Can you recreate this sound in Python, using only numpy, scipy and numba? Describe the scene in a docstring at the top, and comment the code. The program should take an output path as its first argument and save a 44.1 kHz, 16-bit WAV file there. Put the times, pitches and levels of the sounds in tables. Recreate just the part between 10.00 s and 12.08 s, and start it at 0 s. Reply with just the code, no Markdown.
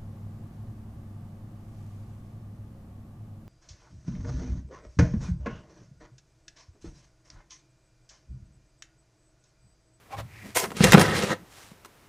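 """A trunk with a wooden floor: a loaded plastic crate is gripped, jolted loose, dragged over it and lifted clear.
Random grit catches excite the plastic and the boards; knocks push floor modes and rattle the crate.
A small metal thing inside clinks, as a narrow ring excited by grit; a wavering sine squeaks.
Filtered grit makes the first soft scuff, cloth rustle, a faint breath-like swell and the shifting load.
Close walls reflect the crate; the close mono microphone overloads on the hardest knock."""
import sys
import numpy as np
from scipy import signal
from scipy.fft import rfft, irfft, next_fast_len
from scipy.io import wavfile
from numba import njit

SR = 44100
rng = np.random.default_rng(int(sys.argv[2]) if len(sys.argv) > 2 else 0)


def inscribe(sig):
    """Save sig as 16-bit PCM at rate SR to the path in sys.argv[1].

    A 1-D sig is mono; a 2-D sig holds one channel per row.
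    Samples are clipped to [-1, 1] before scaling.
    """
    pcm = np.round(np.clip(np.atleast_2d(sig).T, -1, 1) * 32767)
    wavfile.write(sys.argv[1], SR, pcm.astype(np.int16))


N = 91948


def undb(db):
    """Decibels to gain."""
    return 10 ** (np.asarray(db) / 20)


def unit_rms(x):
    """Scale to rms 1."""
    return x / np.sqrt(np.mean(x ** 2))


def unit_energy(response):
    """Scale an impulse response to energy 1."""
    return response / np.linalg.norm(response)


def clock():
    """Time of every sample in seconds."""
    return np.arange(N) / SR


def curve(rows, axis=1):
    """Gain interpolated in dB along a column; -120 dB outside the points."""
    rows = np.array(rows)
    return undb(np.interp(clock(), rows[:, 0], rows[:, axis], left=-120, right=-120))


def swells(rows, axis):
    """Sum of Gaussian level swells; rows start with centre and 1/e half-width in seconds."""
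    return sum(undb(row[axis]) * np.exp(-((clock() - row[0]) / row[1]) ** 2) for row in rows)


def walk(points_per_s):
    """Random wander with a spread near 1, linear between Gaussian points."""
    draws = rng.standard_normal(2048)
    return np.interp(clock() * points_per_s, np.arange(len(draws)), draws)


def through(x, response):
    """Convolve x with an impulse response."""
    return signal.fftconvolve(x, response)[:N]


def low_cut(x, hz):
    """Second-order high-pass."""
    return signal.sosfilt(signal.butter(2, hz, "high", fs=SR, output="sos"), x)


def colour(x, points):
    """Minimum-phase filter of unit energy that follows (Hz, dB) points."""
    size = 8192
    hz, db = np.array(points, float).T
    bins_hz = np.arange(size // 2 + 1) * SR / size
    gain = undb(np.interp(np.log(bins_hz + 1), np.log(hz), db))
    # fold the cepstrum to make the response causal
    cepstrum = irfft(np.log(gain))
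    cepstrum[1:size // 2] *= 2
    cepstrum[size // 2 + 1:] = 0
    return through(x, unit_energy(irfft(np.exp(rfft(cepstrum)))))


def ring(modes):
    """Impulse response of exponentially decaying sine modes (Hz, dB, t60 s)."""
    t = clock()[:SR // 2]
    return sum(undb(db - 60 * t / t60_s) * np.sin(2 * np.pi * hz * t) for hz, db, t60_s in modes)


def wash(t60_s):
    """Dense reflections: decaying noise of unit energy after 1 ms."""
    t = clock()[:SR // 2]
    decay = np.exp(-np.log(1000) * t / t60_s)
    return unit_energy(rng.standard_normal(len(t)) * decay * (t > .001))


# Air spectrum. Each row: frequency in Hz, relative level in dB.
AIR_SPECTRUM = [(20, -15), (50, -3), (590, -11.5), (2000, -16.5), (4000, -23.5), (15000, -29.5)]
AIR_DB = -57.5


def air():
    """Quiet air: steady coloured noise."""
    return undb(AIR_DB) * unit_rms(colour(rng.standard_normal(N), AIR_SPECTRUM))


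# Low boom of the trunk. Each row: time in seconds, level in dB.
BOOM_LEVELS = [(0, -81), (.2, -34.5), (.32, -52.5), (.77, -52.5), (.82, -28.5), (.96, -28.5), (1.05, -34.5),
               (1.4, -58.5), (2.08, -75.5)]
# Boom spectrum. Each row: frequency in Hz, relative level in dB.
BOOM_COLOUR = [(20, -25), (78, -1), (106, 3.5), (135, -4.5), (800, -55.5)]


def boom():
    """The trunk booms as weight shifts on it: low noise under a level curve."""
    return unit_rms(colour(rng.standard_normal(N), BOOM_COLOUR)) * curve(BOOM_LEVELS)


GRIT_PER_S, GRIT_SPREAD_DB = 4000, 2
CHATTER_DB, CHATTER_PER_S = 1, 220


def grit():
    """Dense tiny catches of uneven size, bunched by stick and slip."""
    hits = (rng.random(N) < GRIT_PER_S / SR) * rng.choice([-1, 1], N)
    sizes = undb(GRIT_SPREAD_DB * np.clip(rng.standard_normal(N), -2, 2))
    return unit_rms(hits * sizes * undb(CHATTER_DB * walk(CHATTER_PER_S)))


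# Soft swells. Each row: centre in s, half-width in s, cloth rustle in dB, breath-like swell in dB.
SOFT_SWELLS = [(.385, 0.082, -60, -51), (.485, 0.058, -53, -61), (1.61, .11, -50.5, -80)]
# Rustle spectrum. Each row: frequency in Hz, relative level in dB.
CLOTH_SPECTRUM = [(200, -3), (900, 2.5), (7500, -5), (15500, -15.5)]
# Spectrum of the breath-like swell. Each row: frequency in Hz, relative level in dB.
BREATHY_SPECTRUM = [(600, -33), (1500, -12), (1950, 0.5), (2550, -3), (3200, -17.5), (8000, -29)]


def cloth_and_breathy_swell():
    """Broad cloth rustle, and a faint, smooth, breath-like swell around 2 kHz; both filtered grit."""
    rustle = colour(grit() * swells(SOFT_SWELLS, axis=2), CLOTH_SPECTRUM)
    breathy = colour(grit() * swells(SOFT_SWELLS, axis=3), BREATHY_SPECTRUM)
    return rustle + breathy


# Soft shifts of the load. Each row: centre in s, half-width in s, level in dB.
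LOAD_SHIFTS = [(.465, 0.032, -41.5), (.68, 0.036, -44), (.75, 0.013, -38.5), (1.41, 0.05, -49.5)]
# Shift spectrum. Each row: frequency in Hz, relative level in dB.
LOAD_SPECTRUM = [(90, -25), (190, 3.5), (420, -11.5), (3000, -37.5)]


def load():
    """The load shifts softly against the crate: low-coloured grit."""
    return colour(grit() * swells(LOAD_SHIFTS, axis=2), LOAD_SPECTRUM)


# Soft scuffs before the pull. Each row: centre in s, half-width in s, ring in dB, rub in dB.
SOFT_SCUFFS = [(.134, 0.024, -38, -44), (.194, 0.02, -49.5, -36.5)]
# Hollow modes of the scuffs. Each row: frequency in Hz, relative level in dB, t60 in s.
HOLLOW_MODES = [(788, 3.3, 0.12), (1063, 4, 0.077), (2300, 3.4, .012)]
# Rub spectrum. Each row: frequency in Hz, relative level in dB.
RUB_SPECTRUM = [(200, -8), (700, 5.5), (1500, -2.5), (15000, -25)]


def scuffs():
    """Grit excites hollow modes and rubs broadly."""
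    hollow = through(grit() * swells(SOFT_SCUFFS, axis=2), unit_energy(ring(HOLLOW_MODES)))
    return hollow + colour(grit() * swells(SOFT_SCUFFS, axis=3), RUB_SPECTRUM)


# Squeak of the first scuff. Each row: centre in s, half-width in s, level in dB.
SCUFF_SQUEAKS = [(.140, 0.02, -36)]
SQUEAK_HZ, SQUEAK_JITTER_SHARE = 798, 0.011
SQUEAK_ROUGH_DB, SQUEAK_WANDER_PER_S = 2.5, 230


def squeak():
    """Stick and slip lock for a moment into an unsteady tone."""
    hz = SQUEAK_HZ * (1 + SQUEAK_JITTER_SHARE * walk(SQUEAK_WANDER_PER_S))
    tone = np.sin(2 * np.pi * np.cumsum(hz) / SR)
    rough = undb(SQUEAK_ROUGH_DB * walk(SQUEAK_WANDER_PER_S))
    return unit_rms(tone * rough) * swells(SCUFF_SQUEAKS, axis=2)


# Metal mode. Each row: frequency in Hz, relative level in dB, t60 in s.
METAL_MODES = [(9490, 0, 0.023)]
CLINK_CENTRE_S, CLINK_HALF_WIDTH_S, CLINK_DB = 1.014, .014, -31


def clink():
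    """A small metal thing in the load jiggles and rings briefly."""
    jiggle = grit() * swells([(CLINK_CENTRE_S, CLINK_HALF_WIDTH_S, CLINK_DB)], axis=2)
    return through(jiggle, unit_energy(ring(METAL_MODES)))


# Modes of the wooden floor. Each row: frequency in Hz, level in dB before the low cut, t60 in s.
BOARD_MODES = [(100, -6.5, 0.059), (161.2, 2.5, 0.073), (191.4, 1.5, 0.077), (328.8, -11.5, .1),
               (389, -8.5, 0.052), (498.6, -10, 0.074)]
BOARD_CUT_HZ = 202


def boards():
    """Floor impulse response; the boards radiate little below the cut."""
    return low_cut(ring(BOARD_MODES), BOARD_CUT_HZ)


# Knocks of the crate. Each row: start in s, thud of the boards in relative dB, length of the push in s,
# clack of the plastic in relative dB, tick of the edge in relative dB, centre of the clack in Hz.
CRATE_KNOCKS = [(.570, -48, .0017, -16.5, -16.5, 1100), (.634, -30, 0.0014, -33, -45, 500),
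                (0.64, -45, 0.0021, -20, -34.5, 1150), (.705, -39, 0.0016, -31.5, -48, 3600),
                (.717, -37, .0015, -27, -41.5, 1000), (0.768, -30, 0.0014, -37.5, -33, 2000),
                (.806, -2.5, 0.0023, -16, -40.5, 520), (.835, -6.5, 0.0019, -15, -38, 600),
                (0.841, -33, 0.0021, -21, -10.5, 2800), (.848, -13.5, 0.0026, -19, -32, 1200),
                (0.871, -29.5, 0.0012, -22.5, -25, 700), (.921, -17, 0.001, -8.5, -11.5, 1900),
                (.932, -19.5, 0.0015, -3.5, -13.5, 2300), (.94, 0.5, 0.0024, -6, -17.5, 500),
                (0.946, 4, 0.0013, 0.5, -32, 1100), (.973, -10, 0.0016, -10.5, -34.5, 500),
                (.98, -3.5, 0.0016, -8, -28, 1400), (.995, -7.5, 0.0024, -14, -15, 1300),
                (1.013, -14.5, .0017, -13.5, -16.5, 1700), (1.236, -12.5, 0.0029, -26, -31, 1700),
                (1.304, -17.5, 0.0023, -26, -40, 1500), (1.325, -30.5, 0.0031, -21, -45, 550),
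                (1.715, -35.5, .0025, -45, -58.5, 750), (1.848, -62.5, .0017, -37, -44, 1290),
                (1.857, -70, 0.0016, -43, -42.5, 700)]


def thuds():
    """Half-sine pushes of equal area at equal dB ring the boards; a longer push sounds rounder."""
    t, floor, pushes = clock(), boards(), 0
    for start_s, thud_db, push_s, *_ in CRATE_KNOCKS:
        half_sine = np.sin(np.pi * np.clip((t - start_s) / push_s, 0, 1))
        pushes = pushes + undb(thud_db) / push_s * half_sine
    return through(pushes * np.pi / (2 * SR), floor / np.abs(floor).max())


# Modes of the crate. Each row: frequency in Hz, relative level in dB, t60 in s.
CRATE_MODES = [(431, -2, 0.089), (520, 6, .06), (1020.4, 7.5, 0.098), (1346, 9.5, 0.017)]
RING_DB = -12.5  # relative, before the division by pi
MODE_WANDER_DB, MODE_WANDER_PER_S = 4.5, 32


def plastic(x):
    """The crate's walls ring along; as the contact moves, each mode is caught more or less strongly."""
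    walls = 0
    for mode in CRATE_MODES:
        caught = x * undb(MODE_WANDER_DB * walk(MODE_WANDER_PER_S))
        walls = walls + through(caught, ring([mode]))
    walls = walls / np.linalg.norm(ring(CRATE_MODES))
    return (x + undb(RING_DB) * walls / np.pi) / np.hypot(1, undb(RING_DB))


def burst(start_s, db, decay_s):
    """A brief crackle of contact: noise with exponential decay."""
    since_s = clock() - start_s
    decay = (since_s >= 0) * np.exp(-np.abs(since_s) / decay_s)
    return undb(db) * decay * rng.standard_normal(N)


# Clack spectrum. Each row: frequency in Hz, relative level in dB.
CLACK_SPECTRUM = [(100, -18.5), (350, 5.5), (900, -3), (1400, -4), (2100, -5.5), (3200, -12.5), (6000, -28),
                  (14000, -56)]
# Tick spectrum. Each row: frequency in Hz, relative level in dB.
TICK_SPECTRUM = [(500, -21.5), (2000, 4.5), (3200, 0), (5200, 1), (7500, 1.5), (10000, -4.5),
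                 (15500, -10.5)]
CLACK_DECAY_S, TICK_DECAY_S = .005, 0.0039  # to 1/e
CLACK_Q, CLACK_FOCUS_DB = 2.05, 6  # the struck wall rings over the general rattle


def clacks():
    """Knocks rattle the plastic, most around the pitch of the struck wall, and tick at the edge."""
    rattle, ticks = 0, 0
    for start_s, _, _, clack_db, tick_db, hz in CRATE_KNOCKS:
        blow = burst(start_s, clack_db, CLACK_DECAY_S)
        struck_wall = signal.lfilter(*signal.iirpeak(hz, CLACK_Q, fs=SR), blow)
        rattle = rattle + undb(-CLACK_FOCUS_DB) * blow + struck_wall
        ticks = ticks + burst(start_s, tick_db, TICK_DECAY_S)
    return colour(plastic(rattle), CLACK_SPECTRUM) + colour(ticks, TICK_SPECTRUM)


FLICKER_DB, FLICKER_PER_S = 2, 45
BAND_EDGES_HZ = 250 * 2 ** (np.arange(12) / 2)


def flicker(x):
    """The rubbing point wanders: half-octave bands, and both ends beyond, vary in level separately."""
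    size = next_fast_len(N, True)
    spectrum = rfft(x, size)
    band = np.searchsorted(BAND_EDGES_HZ, np.arange(size // 2 + 1) * SR / size)
    total = 0
    for k in np.unique(band):
        part = irfft(spectrum * (band == k), size)[:N]
        total = total + part * undb(FLICKER_DB * walk(FLICKER_PER_S))
    return total


@njit
def resonate(x, hz, width_hz):
    """State-variable band-pass with a moving centre, gain 1 there."""
    y, band, low = np.empty(len(x)), 0., 0.
    for i in range(len(x)):
        g, k = np.tan(np.pi * hz[i] / SR), width_hz / hz[i]
        v = (band + g * (x[i] - low)) / (1 + g * (g + k))
        band, low, y[i] = 2 * v - band, low + 2 * g * v, k * v
    return y


DRIFT_SHARE, DRIFT_PER_S = .025, 22
BROAD_DB = -2.5  # rattle between the resonances


def base(x, resonances):
    """The crate's base resonates; its pitches drift as the contact slides."""
    peaks = 0
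    for hz, width_hz, db in resonances:
        centre_hz = hz * (1 + DRIFT_SHARE * walk(DRIFT_PER_S))
        peaks = peaks + undb(db) * resonate(x, centre_hz, float(width_hz))
    return undb(BROAD_DB) * x + peaks / 2


# Scrape body spectrum. Each row: frequency in Hz, relative level in dB.
BODY_SPECTRUM = [(100, -17), (260, -2.5), (400, 2.5), (700, -2.5), (1200, -2), (1950, -2.5), (2450, -11.5),
                 (4000, -15), (9000, -53)]
# Contact hiss spectrum. Each row: frequency in Hz, relative level in dB.
HISS_SPECTRUM = [(600, -34), (1800, 2), (2800, 4), (4200, 1), (6000, -1), (8700, -6), (11200, -11.5),
                 (15500, -21.5)]


def scrape(levels, resonances, rumble_db):
    """One slide: grit shakes the crate, hisses at the contact and rumbles in the boards."""
    force = curve(levels, axis=1)
    body = colour(base(plastic(flicker(grit()) * force), resonances), BODY_SPECTRUM)
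    hiss = colour(flicker(grit()) * curve(levels, axis=2), HISS_SPECTRUM)
    rumble = through(grit() * force, unit_energy(boards()))
    return body + hiss + undb(rumble_db) * rumble


# Short shove. Each row: time in s, body level in relative dB, treble level in relative dB.
SHOVE_LEVELS = [(.546, -68, -45), (.552, -37, -30.5), (.565, -22, -21.5), (.578, -31, -25.5),
                (.604, -30.5, -26), (.613, -31, -33), (.634, -33, -32.5), (.643, -28.5, -33),
                (.657, -31, -37.5), (.675, -45, -52), (.75, -59, -57)]
# Base resonances, set by where it bears on the floor. Each row: centre in Hz, width in Hz, relative dB.
SHOVE_BASE = [(443, 44, 4.5), (636, 64, 13.5), (1030, 70, 4.5), (2077, 120, 9.5)]
# Shove spectrum. Each row: frequency in Hz, relative level in dB.
SHOVE_SPECTRUM = [(200, -15), (420, -2), (820, -1), (4000, -7), (13000, 8)]
SHOVE_DB, SHOVE_RUMBLE_DB = 5.5, -21.5


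def shove():
    """The first short slide jolts the crate loose."""
    slide = scrape(SHOVE_LEVELS, SHOVE_BASE, SHOVE_RUMBLE_DB)
    return undb(SHOVE_DB) * colour(slide, SHOVE_SPECTRUM)


# Long drag. Each row: time in s, body level in relative dB, treble level in relative dB.
DRAG_LEVELS = [(.745, -52, -62), (.77, -40.5, -39), (.80, -37.5, -37.5), (.832, -30.5, -26),
               (.844, -21.5, -17.5), (.855, -24, -27.5), (.875, -25, -28), (.91, -33, -30.5),
               (.95, -23.5, -34.5), (.968, -34.5, -33), (1.0, -22, -30), (1.018, -24, -27.5),
               (1.04, -26.5, -31.5), (1.14, -28.5, -38), (1.165, -27, -30), (1.205, -33.5, -32.5),
               (1.24, -27.5, -33.5), (1.26, -37, -39), (1.293, -33, -37), (1.308, -27, -36),
               (1.333, -30.5, -38), (1.345, -41.5, -55), (1.39, -67, -78)]
# Base resonances, set by where it bears on the floor. Each row: centre in Hz, width in Hz, relative dB.
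DRAG_BASE = [(546, 100, 7.4), (1227, 85, 7.5), (1573, 44, 5.1), (1854, 100, 8.9), (2877, 100, 3.2)]
DRAG_RUMBLE_DB = -0.5


def drag():
    """The long slide over the boards."""
    return scrape(DRAG_LEVELS, DRAG_BASE, DRAG_RUMBLE_DB)


TRUNK_T60_S, TRUNK_DB, TRUNK_CUT_HZ = 0.0385, -10, 810
TAIL_T60_S, TAIL_DB = 0.28, -18.5


def scene():
    """The crate between the close walls of the trunk, over quiet air; both channels alike."""
    crate = shove() + drag() + clacks() + clink()
    walls = low_cut(through(crate, wash(TRUNK_T60_S)), TRUNK_CUT_HZ)
    enclosed = (crate + undb(TRUNK_DB) * walls) / np.hypot(1, undb(TRUNK_DB))
    soft_layers = scuffs() + squeak() + boom() + load() + cloth_and_breathy_swell()
    near = enclosed + thuds() + soft_layers
    tail = undb(TAIL_DB) * through(near, wash(TAIL_T60_S))
    mono = near + tail + air()
    return np.array([mono, mono])


CEILING, TOP_HZ = 1.0, 15300


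def record(dry):
    """The recorder clips peaks above the ceiling, then cuts the top with an elliptic low-pass."""
    clipped = np.clip(dry, -CEILING, CEILING)
    return signal.sosfilt(signal.ellip(8, .2, 70, TOP_HZ, fs=SR, output="sos"), clipped)


dry = scene()
out = record(dry)
inscribe(out)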